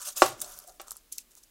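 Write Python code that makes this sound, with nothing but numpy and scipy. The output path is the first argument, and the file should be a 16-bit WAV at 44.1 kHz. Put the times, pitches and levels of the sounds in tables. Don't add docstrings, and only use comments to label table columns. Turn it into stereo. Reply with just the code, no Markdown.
import sys
import numpy as np
from scipy import signal
from scipy.fft import rfft, irfft, next_fast_len
from scipy.io import wavfile
from scipy.ndimage import uniform_filter1d, map_coordinates

SR = 44100
rng = np.random.default_rng(int(sys.argv[2]) if len(sys.argv) > 2 else 0)


def log_audio(samples):
    frames = np.atleast_2d(samples).T
    limited = np.clip(frames, -1, 1)
    pcm = np.round(limited * 32767).astype(np.int16)
    wavfile.write(sys.argv[1], SR, pcm)


def voltage_ratio(level):
    return 10 ** (np.asarray(level, float) / 20)


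N = 66150


def unit(x):
    return x / np.sqrt(np.mean(x ** 2) + 1e-20)


def along(points, hz):
    f, v = np.transpose(points)
    return np.interp(np.log(hz + 1), np.log(f + 1), v)


def two_gains(rows):
    s, db, extra_db = np.transpose(rows)
    t = np.arange(N) / SR
    return voltage_ratio(np.interp(t, s, db, right=-120)), voltage_ratio(np.interp(t, s, extra_db))


def wobble(rate_hz):
    values = rng.standard_normal(int(N * rate_hz / SR) + 4)
    return map_coordinates(values, [np.arange(N) * rate_hz / SR])


def filtered(x, response):
    m = next_fast_len(N + SR // 2)
    return irfft(rfft(x, m) * response(np.fft.rfftfreq(m, 1 / SR)), m)[..., :N]


def highpass(x, hz, order):
    return signal.sosfilt(signal.butter(order, hz, 'high', fs=SR, output='sos'), x)


def grains(start_s, hz, decay_cycles, size, rise_cycles=.05, count=256):
    t = np.arange(count) / SR
    hz = np.clip(hz, 300, 16000)[:, None]
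    decay = np.exp(-t * hz / decay_cycles[:, None])
    rise = (1 - np.exp(-t * hz / rise_cycles)) ** 2
    wave = size[:, None] * np.sin(2 * np.pi * hz * t) * decay * rise
    at = np.round(start_s * SR).astype(int)[:, None] + np.arange(count)
    return np.bincount(at.ravel(), wave.ravel(), N + SR)[:N]


def floor():
    # f/Hz, density/dB
    hiss_spectrum = [(71, -33.5), (120, -13.5), (257, -6), (812, -16), (2050, -15.5), (2270, -16),
                     (2850, -15.5), (15700, -15.5), (16100, -40.5)]
    # f/Hz, density/dB
    rumble_spectrum = [(12, -34), (20, 3.5), (38, 0), (124, -26.5), (150, -28), (200, -56), (330, -120)]
    hiss_db, rumble_db = -65, -67.5

    def noise_pair(side):
        return np.array([[1, side], [1, -side]]) @ rng.standard_normal((2, N))

    hiss = unit(filtered(noise_pair(0.28), lambda hz: voltage_ratio(along(hiss_spectrum, hz))))
    rumble = filtered(noise_pair(0.62), lambda hz: voltage_ratio(along(rumble_spectrum, hz)))
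    rumble = unit(rumble * voltage_ratio(2.0 * wobble(26)))
    return voltage_ratio(hiss_db) * hiss + voltage_ratio(rumble_db) * rumble


def patchy(x, depth_db):
    z = signal.stft(x, nperseg=256)[2]
    field = uniform_filter1d(rng.standard_normal(z.shape), 3, 0)
    field = uniform_filter1d(field, 7, 1)
    return signal.istft(z * voltage_ratio(depth_db * unit(field)), nperseg=256)[1][:N]


def rustle():
    # t/s, level/dB, extra brightness/dB
    strokes = [
        [(0, -47.5, 1.5), (.013, -46.5, 1), (.017, -41, -2), (.04, -44.5, 1), (.062, -37.5, 1),
         (.082, -40, -0.5), (.1, -42.5, -1), (.128, -49, 3.5), (.157, -55.5, 0)],
        [(.157, -56, 0), (.161, -42.5, -4), (.172, -32.5, 1.5), (.188, -35, 5), (.212, -29.5, 0),
         (.235, -36, 2), (.265, -39, 6.5), (.32, -48, -0.5), (.36, -66, 5)],
        [(.36, -68, 2), (.405, -51.5, 0), (.418, -34.5, 8), (.435, -45.5, 2.5), (.475, -48.5, 2),
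         (.53, -49.5, 3), (.56, -54.5, 2.5), (.6, -53, 0.5), (.78, -72.5, 4)],
    ]
    # t/s, length/s, level/dB
    shifts = [
        (0.668, .06, -56),
        (0.805, 0.045, -51.5),
        (0.866, 0.056, -51.5),
        (.905, 0.027, -43),
        (0.949, 0.035, -53.5),
        (1.117, 0.05, -43.5),
        (1.177, 0.021, -38.5),
        (1.303, 0.035, -59.5),
        (1.363, 0.041, -53),
        (1.429, 0.017, -55),
    ]
    # f/Hz, density/dB
    skin_spectrum = [(880, -40.5), (1500, -14.5), (1940, -16.5), (3660, -9), (4200, -12), (6560, -3.5),
                     (13300, -10.5), (15900, -17), (16200, -40.5)]
    count = 7000
    size = voltage_ratio(3.0 * np.minimum(rng.exponential(size=count), 2.4)) * rng.choice([-1, 1], count)
    start_s = rng.uniform(0, N / SR, count)
    pitch_hz = 8000 * np.exp(.55 * rng.standard_normal(count))
    cracks = grains(start_s, pitch_hz, rng.uniform(2, 12, count), size)
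    cracks = filtered(cracks, lambda hz: (hz + 500) / 8000)
    shear = 0.95 * rng.standard_normal(N)
    skin = filtered(unit(cracks) + shear, lambda hz: voltage_ratio(along(skin_spectrum, hz)))
    skin = unit(patchy(skin, depth_db=1.67))

    t = np.arange(N) / SR
    shift_gain = np.zeros(N)
    for s, length_s, db in shifts:
        onset = np.clip((t - s) / 0.0063, 0, 1)
        shift_gain += voltage_ratio(db) * onset * voltage_ratio(-14 * np.clip(t - s, 0, None) / length_s)
    gain, bright = two_gains(sum(strokes, []))
    stroke = gain * (skin + highpass(skin, 8500, order=3) * (bright - 1))
    shifting = highpass(skin, 2600, order=3) * shift_gain
    clumps = voltage_ratio(2.26 * wobble(110) + 0.73 * wobble(39))
    return (stroke + shifting) * clumps


def drag():
    # t/s, level/dB, high modes over low/dB
    drag_path = [(0, -52.5, 10), (.05, -57, 20), (.085, -48, 2), (.14, -75, 14), (.17, -47, 6),
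                 (.22, -58.5, -0.5), (.28, -63, 16), (.37, -59.5, 3.5), (.41, -62.5, -2), (.44, -48, -10),
                 (.55, -59, 6.5), (.65, -59, -8), (.668, -72, -15), (.685, -52.5, -12.5), (.78, -72, -11.5),
                 (.87, -62, 9), (.93, -71, 10.5), (1.0, -93, -1)]
    # f/Hz, width/Hz, level/dB
    low_modes = [(384, 40, -8), (588, 30, -1), (724, 50, -4)]
    high_modes = [(990, 76, -1.5), (1191, 60, 2.5), (1421, 200, -3), (1830, 87, -14)]

    def rubbed(modes):
        def body(f):
            total = 0
            for k, (centre, width, db) in enumerate(modes):
                damping = 1j * f * width
                total = total + voltage_ratio(db) * damping / (centre ** 2 - f * f + damping) * (-1) ** k
            return total

        friction = rng.standard_normal(N) * voltage_ratio(1.5 * wobble(90))
        return unit(filtered(friction, body))

    low, high = rubbed(low_modes), rubbed(high_modes)
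    gain, high_gain = two_gains(drag_path)
    mix = gain * (low + high_gain * high) / np.hypot(1, high_gain)
    return highpass(mix, 400, order=3)


def snaps():
    # t/s, level/dB, pitch f/Hz, length/ms, narrowing/(dB/octave^2)
    snap_events = [(0.014, -36, 9010, 3.4, 7), (0.025, -38.5, 6730, 3.3, 8), (0.0491, -41.5, 6800, 1.3, 8),
                   (0.0642, -37, 7030, 2, 8), (0.0742, -24.5, 7510, .6, 6.5), (0.0769, -25, 6654, .8, 10.5),
                   (0.158, -38.5, 3526, 1.3, 12), (.163, -33, 9480, 1.5, 14), (.1661, -27, 7550, 1, 11),
                   (0.1722, -25, 5966, 1.5, 14), (0.21, -26.5, 8020, 0.41, 4.5),
                   (.2612, -20, 6500, 1.5, 13.5), (0.3915, -38, 2900, 1.25, 40),
                   (.396, -34, 7110, .74, 29.5), (0.4029, -26, 8110, 1.5, 29),
                   (0.4155, -16, 12660, 2.12, 6), (0.4192, -26, 8830, 2.5, 6.5),
                   (0.4438, -32, 5800, 3.6, 19), (.575, -38, 10860, 2.5, 21), (0.5886, -25, 8920, 0.53, 11),
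                   (.6005, -37, 7570, 0.71, 9), (0.6391, -41.5, 8500, 0.87, 2.5),
                   (0.6745, -38, 11720, 3.8, 12), (0.693, -41, 5050, 2.4, 29),
                   (0.7206, -48, 8530, 1.43, 16.5), (0.8155, -31, 11450, 0.58, 5),
                   (.8816, -31.5, 7510, 1.5, 15.5), (0.9076, -23, 7770, 1.2, 11),
                   (0.9172, -23, 9350, 1.2, 18), (0.9596, -47, 7540, 1.7, 18.5),
                   (0.9671, -30.5, 11290, 1.5, 12), (.9715, -39.5, 7150, 3, 23),
                   (1.1237, -22.5, 9130, 1.5, 17), (1.1263, -26, 10020, 2, 17),
                   (1.1277, -25.5, 8140, 2.5, 15.5), (1.1821, -17, 8000, 1.09, 14),
                   (1.185, -37, 3017, 4.56, 18), (1.3166, -46.5, 8550, 2, 14), (1.352, -35, 9070, 0.65, 10),
                   (1.4348, -42, 7250, 2, 9)]
    s, db, hz, ms, focus_db = np.array(snap_events).T[:, :, None]
    count = 40
    u = rng.uniform(size=(len(snap_events), 4, count)).transpose(1, 0, 2)
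    lead = np.arange(count) % 3 == 0
    late = np.where(lead, .3 + .25 * u[0], 2.3 * u[0] ** 1.8)
    pitch_hz = 1500 * 10.4 ** ((np.arange(count) + u[1]) / count)
    order_db = 7 * lead - 9 * np.abs(late - .3)
    size = voltage_ratio(db - 7.5 + order_db - focus_db * np.log2(pitch_hz / hz) ** 2 - 10 * u[3])
    cycles = np.sqrt(ms) * 13 * (.3 + u[2]) * pitch_hz / 12000
    start_s = s + late * ms / 1000
    run = grains(start_s.ravel(), pitch_hz.ravel(), cycles.ravel(), size.ravel(), rise_cycles=.8)
    return highpass(run, 1300, order=4)


def ring(modes, narrow_db, longest_s):
    t = np.arange(SR // 4) / SR
    total = np.zeros(len(t))
    for hz, db, t60 in modes:
        level_db = db - narrow_db * np.log2(hz / 1280) ** 2 + rng.normal(0, 1.4)
        total -= voltage_ratio(level_db - 60 * t / min(t60, longest_s)) * np.sin(2 * np.pi * hz * t)
    return total


def knocks():
    # t/s, level/dB, narrowing around the middle modes/(dB/octave^2), contact/ms
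    blows = [(0.2205, -9.5, 1.5, 0.17), (0.2239, -16.5, 13.5, 0.29), (0.2259, -18.5, 7, 0.27),
             (.2318, -23.5, 6, 0.71), (0.256, -28, 5, 5.6), (.2615, -30, -2.5, 5.2), (.416, -42, 12, 2.07),
             (0.7976, -36, 2, 1.86), (.803, -37, 4.5, 2.1), (.871, -57, 48, .2), (0.881, -50.5, 63, .2),
             (.899, -61, 49, .2), (0.9157, -45, 86, .2), (.96, -58, 29, .2), (1.167, -58.5, 60.5, 6.7),
             (1.371, -56, 10.5, 8.43)]
    # f/Hz, level/dB, t60/s
    board_modes = [(364, 4.5, 0.047), (528, -8, 0.1), (643, 0, 0.041), (784, 4.5, 0.039),
                   (886, -8, 0.04005), (1050, 3, 0.015), (1135, -4, 0.14), (1256, 4.5, 0.023),
                   (1374, -6, 0.031), (1618, -14.5, 0.013), (1883, -26.5, 0.081), (2427, -5, 0.035),
                   (2710, -5, 0.035), (3730, -32, 0.098)]
    # f/Hz, level/dB, t60/s
    blade_modes = [(4470, -17.5, .05), (4860, -25.5, 0.05), (5663, -18.5, 0.14), (6360, -22.5, .15),
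                   (6400, -14.5, 0.02), (7380, -23, .03), (7918, -18.5, 0.62)]
    chop_s = blows[0][0]
    struck_t60_s, light_t60_s, blade_free_s = .06, 0.054, .043
    out, t = np.zeros(N + SR), np.arange(SR // 4) / SR
    crack_lowpass = signal.butter(4, 8000, fs=SR, output='sos')
    crack_decay = voltage_ratio(-4 - 60 * t / 0.0056) + voltage_ratio(-5 - 60 * t / 0.063) + voltage_ratio(-16.0 - 60 * t / 0.32)
    blade_free = np.clip(t / 0.028, 0, 1) * voltage_ratio(-2500 * np.clip(t - blade_free_s, 0, None))
    for s, db, narrow_db, ms in blows:
        crack = signal.sosfilt(crack_lowpass, rng.standard_normal(len(t))) * crack_decay
        tap_at = np.arange(5) / 4 * ms * SR / 1000 * rng.uniform(0.62, 1, 5)
        taps = np.bincount(tap_at.astype(int), rng.uniform(0.15, 0.23, 5))
        blade = voltage_ratio(-5) * (s == chop_s) * blade_free * ring(blade_modes, 0, longest_s=1)
        board = ring(board_modes, narrow_db, struck_t60_s if s < .3 else light_t60_s)
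        blow = np.convolve(board, taps)[:len(t)] + voltage_ratio(-1.2 * narrow_db) * (blade + crack)
        out[round(s * SR):][:len(t)] += voltage_ratio(db) * blow

    since = np.clip(np.arange(N) / SR - chop_s, 0, None)
    push_s, thud_hz = 0.0029, 90
    push = voltage_ratio(-30.5) * since / push_s * np.exp(-since / push_s)
    thud = filtered(rng.standard_normal(N), lambda hz: voltage_ratio(-3.5 * np.log2((hz + 1) / thud_hz) ** 2))
    thud = unit(thud) * voltage_ratio(-51 - 60 * since / 0.89) * np.clip(since / 0.0043, 0, 1)
    return highpass(out[:N], 360, order=6) + push + thud


def room(x):
    # f/Hz, t60/s
    kitchen_decay = [(300, 0.34), (2000, 0.21), (10000, 0.077)]
    hz, t, z = signal.stft(rng.standard_normal((2, SR // 3)), SR, nperseg=256)
    decay = voltage_ratio(-60 * t / along(kitchen_decay, hz)[:, None])
    tail = signal.istft(z * decay, SR, nperseg=256)[1]
    tail = tail / np.linalg.norm(tail[0])
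    delayed = np.pad(x, (200, 0))[None]
    return signal.fftconvolve(delayed, tail, axes=1)[:, :N]


def scene():
    skin = rustle() + snaps()
    board = knocks() + drag()
    late_echo_db = 1
    echo = room(board * np.where(np.arange(N) < .77 * SR, 1, voltage_ratio(late_echo_db)))
    board_echo = 1.0 * echo[0] + highpass(echo, 900, order=2) * 0.11
    scatter = rng.standard_normal(128) * voltage_ratio(-0.15 * np.arange(128))
    scattered = np.convolve(skin, scatter / np.linalg.norm(scatter))[:N]
    side = voltage_ratio(-14.5) * highpass(scattered, 5000, order=2)
    direct = skin + [side, -side] + board
    return direct + voltage_ratio(-18) * room(skin) + voltage_ratio(-16) * board_echo + floor()


def low_pass(x):
    return signal.sosfilt(signal.butter(12, 16510, fs=SR, output="sos"), x)


def record(dry):
    top, top_hz = 1.12, 16400
    clipped = dry / (1 + np.abs(dry / top) ** 6) ** (1 / 6)
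    mix = filtered(clipped, lambda hz: hz < top_hz)
    return low_pass(mix)


dry = scene()
out = record(dry)
log_audio(out)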